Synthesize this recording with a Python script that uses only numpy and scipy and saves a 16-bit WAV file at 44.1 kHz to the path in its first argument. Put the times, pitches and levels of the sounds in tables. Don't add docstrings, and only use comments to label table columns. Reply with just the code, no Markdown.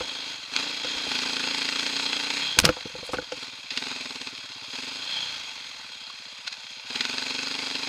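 import sys
import numpy as np
from scipy import signal
from scipy.fft import rfft, irfft, next_fast_len
from scipy.io import wavfile
from scipy.ndimage import uniform_filter1d, map_coordinates

SR = 44100
rng = np.random.default_rng(int(sys.argv[2]) if len(sys.argv) > 2 else 0)


def generate_wav(sig):
    pcm = np.round(np.clip(np.atleast_2d(sig).T, -1, 1) * 32767).astype(np.int16)
    wavfile.write(sys.argv[1], SR, pcm)


def how_loud(loudness_db):
    steps = np.asarray(loudness_db, float) / 20
    return 10 ** steps


N = 347508
TIME = np.arange(N) / SR
CRUISE_HZ = 25
LEAD_S = .015
OPEN_S = 0.092


def noise(n=N):
    return rng.standard_normal(n)


def unit(x):
    return x / np.sqrt(np.mean(x ** 2) + 1e-20)


def summed(*levels_db):
    return 10 * np.log10(sum(how_loud(db) ** 2 for db in levels_db))


def along(points, hz):
    f, v = np.transpose(points)
    return np.interp(np.log(hz + 1), np.log(f + 1), v)


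def filtered(x, response):
    m = next_fast_len(len(x) + SR // 8)
    return irfft(rfft(x, m) * response(np.fft.rfftfreq(m, 1 / SR)), m)[:len(x)]


def modes(table, f):
    return sum((-1) ** k * how_loud(db) * 1j * f * width / (hz * hz - f * f + 1j * f * width)
               for k, (hz, width, db) in enumerate(table))


def wobble(rate_hz):
    return map_coordinates(noise(int(N * rate_hz / SR) + 4), [TIME * rate_hz])


def train(times, sizes):
    at = np.round(times * SR).astype(int)
    inside = (at >= 0) & (at < N)
    return np.bincount(at[inside], sizes[inside], N)


def burst(rise_s, fall_s):
    return lambda f: SR * (rise_s / (1 - 2j * np.pi * f * rise_s) + fall_s / (1 + 2j * np.pi * f * fall_s))


def swells(table):
    return sum(how_loud(db) * np.exp(np.where(TIME < s, (TIME - s) / rise, (s - TIME) / fall))
               for s, db, rise, fall in table)


# time in seconds, firings per second.
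SPEED = [(-.12, 27.52), (.29, 26.8), (.43, 19.5), (.58, 29.55), (1.28, 27.53), (1.8, 28.58), (1.93, 30.68),
         (2.25, 29.37), (2.39, 33.3), (2.82, 23.0), (3.71, 17.54), (3.84, 21.63), (4.59, 15.74),
         (5.13, 31.02), (6.03, 16.14), (6.73, 15.52), (7.12, 23.8), (7.93, 25.38)]


def fast(t):
    return np.interp(t, *np.transpose(SPEED)) - CRUISE_HZ


# time in seconds, firings lost.
STUMBLES = [
    (3.68, .312),
    (6.81, .35),
]
# time in seconds, lateness as a share of a cycle.
LATE = [(0, .05), (.6, .08), (.87, .2), (1.01, -.1), (1.15, .04), (1.5, -.07), (1.75, -.03), (1.93, .05),
        (2.06, .04), (2.2, .1), (2.36, .3), (2.5, 0), (3.4, -.04), (3.8, .03), (4.15, -.15), (4.33, .05),
        (4.6, -.05), (4.8, .07), (5.03, .08), (5.13, .06), (5.3, -.09), (5.42, -.13), (5.6, -.03),
        (5.8, .04), (6.2, 0), (6.55, .03), (6.85, 0), (7.0, .07), (7.35, .13), (7.5, .1), (7.63, 0),
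        (7.8, .1)]


def firings():
    s = np.arange(SPEED[0][0], SPEED[-1][0], 1 / 1000)
    count = -3.457 + np.cumsum(np.interp(s, *np.transpose(SPEED))) / 1000
    count = count - sum(lost * (s > at) for at, lost in STUMBLES)
    count = count - np.interp(s, *np.transpose(LATE))
    return np.interp(np.arange(np.ceil(count[0]), count[-1]), np.maximum.accumulate(count), s)


# open in seconds, shut in seconds, exhaust bark in dB on opening,
# bark in dB before shutting, combustion knock in dB.
THROTTLE = [
    (-.1, 0.292, -59, -58.5, -11),
    (0.504, .8, -42, -59, -5),
    (0.792, 1.04, -53.5, -51, -14),
    (1.044, 2.386, -46, -48, 7.5),
    (3.332, 3.47, -48.5, -59.5, 6),
    (3.685, 4.295, -48, -56, 11),
    (4.28, 4.684, -70, -63, -16),
    (4.68, 4.97, -50.5, -58, 2),
    (6.845, 7.95, -49, -49, 7.5),
]


def throttle(t):
    shut_s = 0.059
    bark = how_loud(-64 + 0.48 * fast(t))
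    knock_db = -10 + .3 * fast(t)
    for start, end, first_db, last_db, load_db in THROTTLE:
        share = np.clip((t - start) / OPEN_S, 0, 1) * np.exp(-np.maximum(t - end, 0) / shut_s)
        bark = bark + share * how_loud(np.interp(t, [start, end], [first_db, last_db]))
        knock_db = knock_db + share * (load_db - knock_db)
    return 20 * np.log10(bark), knock_db


def driven_db(t, bark_db, cruise_db, db_per_hz, least_db, load_db):
    return summed(cruise_db + db_per_hz * fast(t - 0.036), least_db, bark_db + load_db)


def shut_share(bark_db):
    return np.clip((-51.5 - bark_db) / 7.5, 0, 1)


def pulse_size(fire, luck):
    return np.sqrt(np.gradient(fire) * SR) * how_loud(.8 * luck[:, 0])


# time in seconds, frequency in Hz.
PIPE_HZ = [(0, 274), (.45, 275), (.55, 262), (.66, 289), (1.0, 284), (1.1, 260), (1.25, 264), (2.35, 280.3),
           (3.4, 261), (3.75, 260), (4.3, 261.6), (4.75, 260), (5.1, 274), (6.0, 247), (6.85, 245),
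           (7.1, 260.5), (7.9, 278.4)]
# multiple of the first mode, level in dB, peak after the valve opens in seconds,
# half length in seconds, change in dB with the throttle shut.
PIPE = [(.47, -10.5, 0.005, 0.0075, 13.5), (0.635, -7.5, 0.0037, 0.0061, 3.5),
        (0.99, 3, 0.0095, 0.0082, -1.5), (1.141, -2, 0.0054, 0.0068, 5.5), (1.59, 0, 0.0051, 0.0054, 0.5),
        (1.86, -5.5, 0.0074, 0.0094, 0), (3.3, -3, 0.0068, 0.0064, -1), (4.01, -10, 0.008, 0.01, 8)]


def exhaust_bark(fire, bark_db, luck):
    t = np.arange(SR // 12) / SR
    shut = shut_share(bark_db)[:, None]
    pitch = np.interp(fire, *np.transpose(PIPE_HZ))[:, None]
    pitch = pitch * (1 + 0.75 * (0.14 + shut) * (t - LEAD_S))
    pitch = pitch * (1 + .006 * luck[:, 1:2])

    def hump(at, half):
        return np.exp(-((t - LEAD_S - at) / half) ** 2)

    rows = 0
    for multiple, db, at, half, shut_db in PIPE:
        scatter_db = .7 * luck[:, [int(multiple * 7) % 12]]
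        tone = np.sin(2 * np.pi * multiple * pitch * (t - LEAD_S))
        rows = rows + how_loud(db + shut * shut_db + scatter_db) * hump(at, half) * tone
    cycle = np.gradient(fire)[:, None]
    puff_db = np.minimum(-5 + 0.74 * (1 / cycle - CRUISE_HZ), -3)
    rows = rows + how_loud(puff_db) * hump(0.78 * cycle, 0.0044) * np.sin(2 * np.pi * pitch * t)
    level = pulse_size(fire, luck) * how_loud(bark_db + 4.0)
    rows = -rows * (level / np.linalg.norm(rows, axis=1))[:, None]
    at = np.round((fire[:, None] + t - LEAD_S) * SR + SR).astype(int)
    bark = np.bincount(at.ravel(), rows.ravel(), N + 3 * SR)[SR:SR + N]
    return filtered(bark, lambda f: f ** 4 / (f ** 4 + 70 ** 4))


# frequency in Hz, width in Hz, level in dB.
SILENCER = [(50, 40, -34), (148, 25, 13.5), (191.4, 40, 17)]


def silencer_boom(fire, bark_db, luck):
    boom_db = driven_db(fire, bark_db, -68, 2.2, -65.5, -16)
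    box = lambda f: modes(SILENCER, f) / (1 + 1j * f / 260) ** 2
    pulses = train(fire - .003, pulse_size(fire, luck) * how_loud(boom_db - 1.5))
    return filtered(pulses, box) / np.linalg.norm(filtered(np.eye(1, N)[0], box))


# start in seconds, end in seconds, gain in dB.
OVERRUNS = [
    (5.15, 5.44, 11.5),
    (2.4, 3, 12),
    (.66, 1.05, 8),
    (.05, .3, 4),
]
SHAKE_DB = [-24, -19, -16, -5, -14, -16, -18, -14]


def frame_shake(fire, bark_db):
    turns = np.interp(TIME, fire, np.arange(len(fire)))
    free_db = 3 * shut_share(bark_db)
    level_db = -70.5 + 1.0 * (1 / np.gradient(fire) - CRUISE_HZ) + free_db
    level_db = np.interp(TIME, fire, level_db)
    for start, end, db in OVERRUNS:
        level_db = level_db + db * np.clip(np.minimum(TIME - start, end - TIME) / OPEN_S + .5, 0, 1)
    return sum(how_loud(db + level_db) * np.sin(2 * np.pi * k * turns) for k, db in enumerate(SHAKE_DB, 1))


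def exhaust_jet(fire, bark_db, luck):
    gate = filtered(train(fire + .002, how_loud(bark_db + 1.5 * luck[:, 2])), burst(.001, .009))
    jet_modes = [(797, 57, 1.0), (1500, 360, -2.5), (11500, 1300, -34)]  # Hz, width Hz, dB
    colour = lambda f: modes(jet_modes, f) * f ** 4 / (f ** 4 + 720 ** 4)
    return how_loud(6.5) * gate * unit(filtered(noise(), colour))


# share of a cycle, level in dB against the knock,
# length in seconds.
VALVES = [
    (-.23, -8, .003),
    (-.5, -22, .001),
    (-.1, -16, .001),
    (.27, -7.5, .004),
]


def metal_drive(fire, knock_db, luck):
    knock_db = np.minimum(knock_db, 15)
    knocks = train(fire + .0026 + .0004 * luck[:, 3], how_loud(knock_db + 4 + .8 * luck[:, 4]))
    swell = filtered(knocks, burst(.0004, .0026))
    swell = swell + filtered(train(fire + .002, how_loud(knock_db - 9)), burst(.005, .007))
    for k, (share, db, length) in enumerate(VALVES):
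        seat = fire + (share + 0.09 + 0.017 * luck[:, 5 + k]) * np.gradient(fire)
        seat_db = 10.0 + db + .05 * knock_db + 1.6 * luck[:, -1 - k % 3]
        swell = swell + filtered(train(seat, how_loud(seat_db)), burst(0.0016, length))
    loose = how_loud(1.3 * wobble(350) + .5 * wobble(45))
    drive = (1 + .7 * np.abs(swell)) * loose
    return drive / np.sqrt(np.abs(uniform_filter1d(drive ** 2, size=SR // 8)))


# frequency in Hz, width in Hz, level in dB (not used).
METAL = [(884, 17, -6), (1506, 79, -6), (2747, 216, -2), (3160, 283, -1), (3772, 24, -2), (4085, 86, 0),
         (4960, 223, -4), (6556, 147, -12), (7920, 570, -18), (10070, 125, -30)]
# frequency in Hz, density in dB per Hz.
RATTLE = [(280, -82), (480, -9.5), (787, -10), (910, -7.5), (1510, -8), (1780, -6.5), (2550, -0.5),
          (3000, -15.5), (3220, -6), (4130, -2), (5520, -11.5), (6670, -12.5), (7380, -23.5),
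          (15500, -40.5)]


def metal(x):
    equal = [(hz, width, 0) for hz, width, _ in METAL]
    return filtered(x, lambda f: how_loud(along(RATTLE, f)) * (.5 + 0.82 * np.abs(modes(equal, f))))


def patchy(x, patchy_db):
    z = signal.stft(x, nperseg=512)[2]
    field = uniform_filter1d(rng.standard_normal(z.shape), size=5, axis=0)
    field = uniform_filter1d(field, size=20, axis=1)
    return signal.istft(z * how_loud(patchy_db * unit(field)), nperseg=512)[1][:N]


def metal_rattle(drive, bark_db):
    low = lambda f: 1 / (1 + (f / 5500) ** 12)
    heavy = filtered(drive * noise(), lambda f: np.sqrt(low(f) * (1 - low(2.94 * f))))
    heavy = heavy + filtered(unit(drive ** 1.2) * noise(), lambda f: np.sqrt(low(3.4 * f)))
    jingle = unit(drive ** 0.49 * how_loud(1.5 * wobble(120)))
    light = filtered(jingle * noise(), lambda f: np.sqrt(1 - low(f)))
    level_db = driven_db(TIME, bark_db, -41, 1.17, -43, 15)
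    return how_loud(level_db) * unit(patchy(metal(heavy + light), patchy_db=1.16))


def engine_cover(drive, bark_db, knock_db):
    level_db = driven_db(TIME, bark_db, -49.5, 1.92, -55.5, 6)
    ring = filtered(drive * noise(), lambda f: modes([(3265, 235, 3), (4270, 200, -2)], f) ** 2)
    return how_loud(level_db - 0.28 * knock_db + 2.2 * wobble(6)) * unit(ring)


def cooling_fins(knock_db):
    level = how_loud(-65.5 + 1.2 * fast(TIME) + 0.8 * knock_db + 1.5 * wobble(14))
    return level * unit(filtered(noise(), lambda f: modes([(8000, 230, 0)], f) ** 2))


def engine():
    fire = firings()
    luck = rng.standard_normal((len(fire), 12))
    fire_bark_db, fire_knock_db = throttle(fire)
    bark_db, knock_db = throttle(TIME)
    drive = metal_drive(fire, fire_knock_db, luck)
    exhaust = exhaust_bark(fire, fire_bark_db, luck) + silencer_boom(fire, fire_bark_db, luck)
    exhaust = exhaust + exhaust_jet(fire, fire_bark_db, luck)
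    parts = metal_rattle(drive, bark_db) + engine_cover(drive, bark_db, knock_db) + cooling_fins(knock_db)
    return exhaust + frame_shake(fire, fire_bark_db) + parts


# frequency in Hz, density in dB per Hz.
FLOOR = [(25, -24), (45, -13), (90, -19), (150, -19), (400, -19), (700, -15), (5000, -37), (15000, -37)]


def floor():
    wind = unit(filtered(noise(), lambda f: how_loud(along(FLOOR, f))))
    wind_db = -63 + .5 * fast(TIME) + 1.2 * wobble(2.8)
    whine = np.sin(2 * np.pi * 11100 * TIME + .8 * wobble(30))
    return how_loud(wind_db) * wind + how_loud(-75.5) * whine


# frequency in Hz, level in dB, t60 in seconds.
HOUSING = [(59.4, -15.5, 0.15), (154, -15.5, 0.11), (303, -4.5, 0.077), (505, -0.5, 0.057),
           (855, -6, 0.036), (1390, -11.5, 0.023)]
# frequency in Hz, density in dB per Hz.
CRACK = [(180, -15.5), (300, -8.5), (1100, -6), (1450, 1.5), (1740, -10.5), (2540, -3), (3980, -8.5),
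         (5100, -6), (5730, -9.5), (10100, -29.5), (15700, -69)]
# start in seconds, ring in dB, crack in dB, brightness in dB per octave.
TAPS = [(.005, -18, -23.5, -6.5), (.845, -23, -24, -2), (.95, -30, -55, 2), (1.067, -21.5, -32, -9),
        (2.585, -20.5, -15, -25), (2.588, -16.5, 4.5, 4), (3.172, -35, -36, -14), (2.598, -37, -20, -1),
        (2.569, -26, -30, -20), (2.635, -26, -20, -2.5), (2.643, -30, -12, -5.5), (2.6429, -34, -15, -14),
        (2.652, -35, 1.5, 3.5), (2.659, -17, -15, -1), (2.674, -16.5, -21, -6.5), (2.69, -11, -5.5, -6),
        (2.695, -28, -16, -14), (2.768, -29, -29.5, -5), (2.855, -26.5, -26, -30), (2.95, -23.5, -58, -23),
        (2.987, -42, -33, -11), (3.026, -40, -33, -12), (3.091, -24.5, -29.5, -8), (3.12, -35, -32, 9),
        (3.133, -16.5, -18, -10), (3.141, -29, -19.5, -5), (3.184, -18.5, -24, -12), (3.221, -34, -38, -17),
        (3.32, -19.5, -25, -1), (6.099, -72, -39, -1)]


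def taps():
    out, t = np.zeros(N + SR), np.arange(SR // 5) / SR
    snap_s, scrape_s, hard_db = 0.0021, 0.0056, -10
    for s, ring_db, crack_db, tilt_db in TAPS:
        length = snap_s + scrape_s / (1 + how_loud(crack_db - hard_db) ** 2)
        weight_db = 0.42 * (ring_db + 4.0) - 0.2 * (tilt_db + 18)
        ring = 0
        for hz, db, t60 in HOUSING:
            mode_db = db + rng.normal(0, 1.5) + weight_db * (hz < 400)
            ring = ring + how_loud(mode_db - 60 * t / t60) * np.sin(2 * np.pi * hz * t)
        colour = lambda f: how_loud(along(CRACK, f) + tilt_db * np.log2(f / 1000 + 0.41)) * (f < 15300)
        fade = np.exp(-t / length) * (1 - np.exp(-t / 0.00029))
        crack = unit(filtered(noise(len(t)) * fade, colour)) * np.sqrt(np.mean(fade ** 2))
        crack = crack * (1 - np.exp(-t / 0.00026))
        ring = ring * (1 - np.exp(-t / 0.0034))
        out[round(s * SR):][:len(t)] += how_loud(ring_db) * ring + how_loud(crack_db - 3.5) * crack
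    return filtered(out[:N], lambda f: (1j * f / (45 + 1j * f)) ** 2)


# peak in seconds, level in dB, rise in seconds,
# fall in seconds.
CLANKS = [(.564, -11.5, 0.00063, 0.002), (.6, -24, 0.0017, .0025), (1.1175, -19, .0006, .002),
          (1.3965, -22, 0.00065, 0.0027), (1.44, -27, .001, 0.0018), (1.5477, -21.5, .0006, .002),
          (1.69, -18, .0006, .002), (1.831, -19, .0006, .002), (1.8645, -21, 0.0005, 0.0022),
          (2.1235, -45, .0006, .002), (2.3035, -19.5, .0006, .002), (7.0525, -18.5, .0006, 0.0027),
          (3.706, -29, 0.00086, 0.016), (3.775, -19, 0.00074, 0.0039), (1.796, -17, .001, 0.0016),
          (6.958, -21, .001, 0.0034), (7.008, -17.5, 0.0005, 0.0047), (7.183, -22.5, 0.00086, 0.0024),
          (4.22, -46, .004, .005), (4.9, -40, .004, 0.0069), (6.906, -29, .001, 0.0036),
          (6.448, -40, .002, 0.0029), (6.478, -23, 0.005, 0.0052), (6.527, -28.5, 0.0037, 0.0063)]


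def clanks():
    impact = filtered(noise(), lambda f: f ** 2 / (f ** 2 + 1300 ** 2) / (1 + (f / 8500) ** 2))
    return swells(CLANKS) * unit(metal(impact))


# start in seconds, level in dB, frequency in Hz,
# t60 in seconds.
FLEXES = [(.96, -44, 60, .11), (1.066, -29, 505, .07), (2.622, -21, 70, .085), (2.636, -22, 210, .051),
          (2.657, -16.5, 155, .1), (2.692, -23, 1500, .045), (2.696, -22.5, 505, .059),
          (2.768, -36, 980, .035), (2.856, -28, 430, .04), (2.856, -41, 130, .05), (2.899, -41, 510, .049),
          (2.942, -38, 160, .057), (2.997, -39, 190, .035), (3.03, -31, 490, .045), (3.172, -31, 240, .035),
          (3.185, -20, 1480, .032), (3.325, -33, 290, .07), (6.101, -33, 1130, .03)]


def helmet_flexes():
    out, t = np.zeros(N + SR), np.arange(SR // 5) / SR
    for s, db, hz, t60 in FLEXES:
        thud = how_loud(db - 60 * t / t60) * np.sin(2 * np.pi * hz * t)
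        out[round(s * SR):][:len(t)] += thud * (1 - np.exp(-t * hz / 0.16))
    return out[:N]


# start in seconds, level in dB, centre in Hz, length in seconds.
TICKS = [(2.596, -12, 6000, 0.00065), (2.6, -6, 3500, 0.00079), (2.607, -26, 9000, 0.00075),
         (2.63, -38, 9000, .001), (2.648, -21, 4200, .003), (2.6635, -24, 7500, .001),
         (2.654, -8.5, 6400, 0.00075), (2.679, -31, 6500, 0.0012), (2.691, -27, 6500, 0.00066),
         (2.698, -32, 8000, 0.00072), (2.588, 0.5, 10900, 0.00061), (2.6045, -28, 11000, .001),
         (2.6545, -16, 8950, 0.00032), (3.187, -45, 6500, 0.0008)]


def splinters():
    out, t = np.zeros(N + SR), np.arange(SR // 5) / SR
    for s, db, hz, length in TICKS:
        tick = unit(filtered(noise(len(t)), lambda f: modes([(hz, .7 * hz, 0)], f)))
        out[round(s * SR):][:len(t)] += how_loud(db) * tick * np.exp(-t / length) * (1 - np.exp(-t / 0.00019))
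    return out[:N]


# peak in seconds, level in dB, rise in seconds, fall in seconds.
BRUSH = [
    (3.065, -48, .015, .012),
    (3.135, -47, .012, .015),
    (2.615, -43, .005, .008),
]


def leaves():
    hiss = unit(filtered(noise(), lambda f: modes([(8000, 1600, 8), (11500, 2000, -7)], f)))
    return swells(BRUSH) * how_loud(2.3 * wobble(300)) * hiss


def scene():
    mono = engine() + floor() + taps() + clanks() + helmet_flexes() + splinters() + leaves()
    trace = how_loud(-23) * filtered(mono, lambda f: f ** 2 / (f ** 2 + 9000 ** 2)) * wobble(900)
    return np.array([mono + trace, mono - trace])


def roll_off(x):
    return signal.sosfilt(signal.butter(12, 15880, fs=SR, output="sos"), x)


# start in seconds, end in seconds, gain in dB.
DUCK = (2.627, 2.6305, -16)


def record(dry):
    start, end, db = DUCK
    gain = uniform_filter1d(np.where((TIME > start) & (TIME < end), how_loud(db), 1.), size=20)
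    x = dry * gain
    x = x / (1 + np.abs(x) ** 8) ** (1 / 8)
    x = np.array([filtered(c, lambda f: (f < 15800) / (1 + (f / 15300) ** 40)) for c in x])
    return roll_off(x)


dry = scene()
out = record(dry)
generate_wav(out)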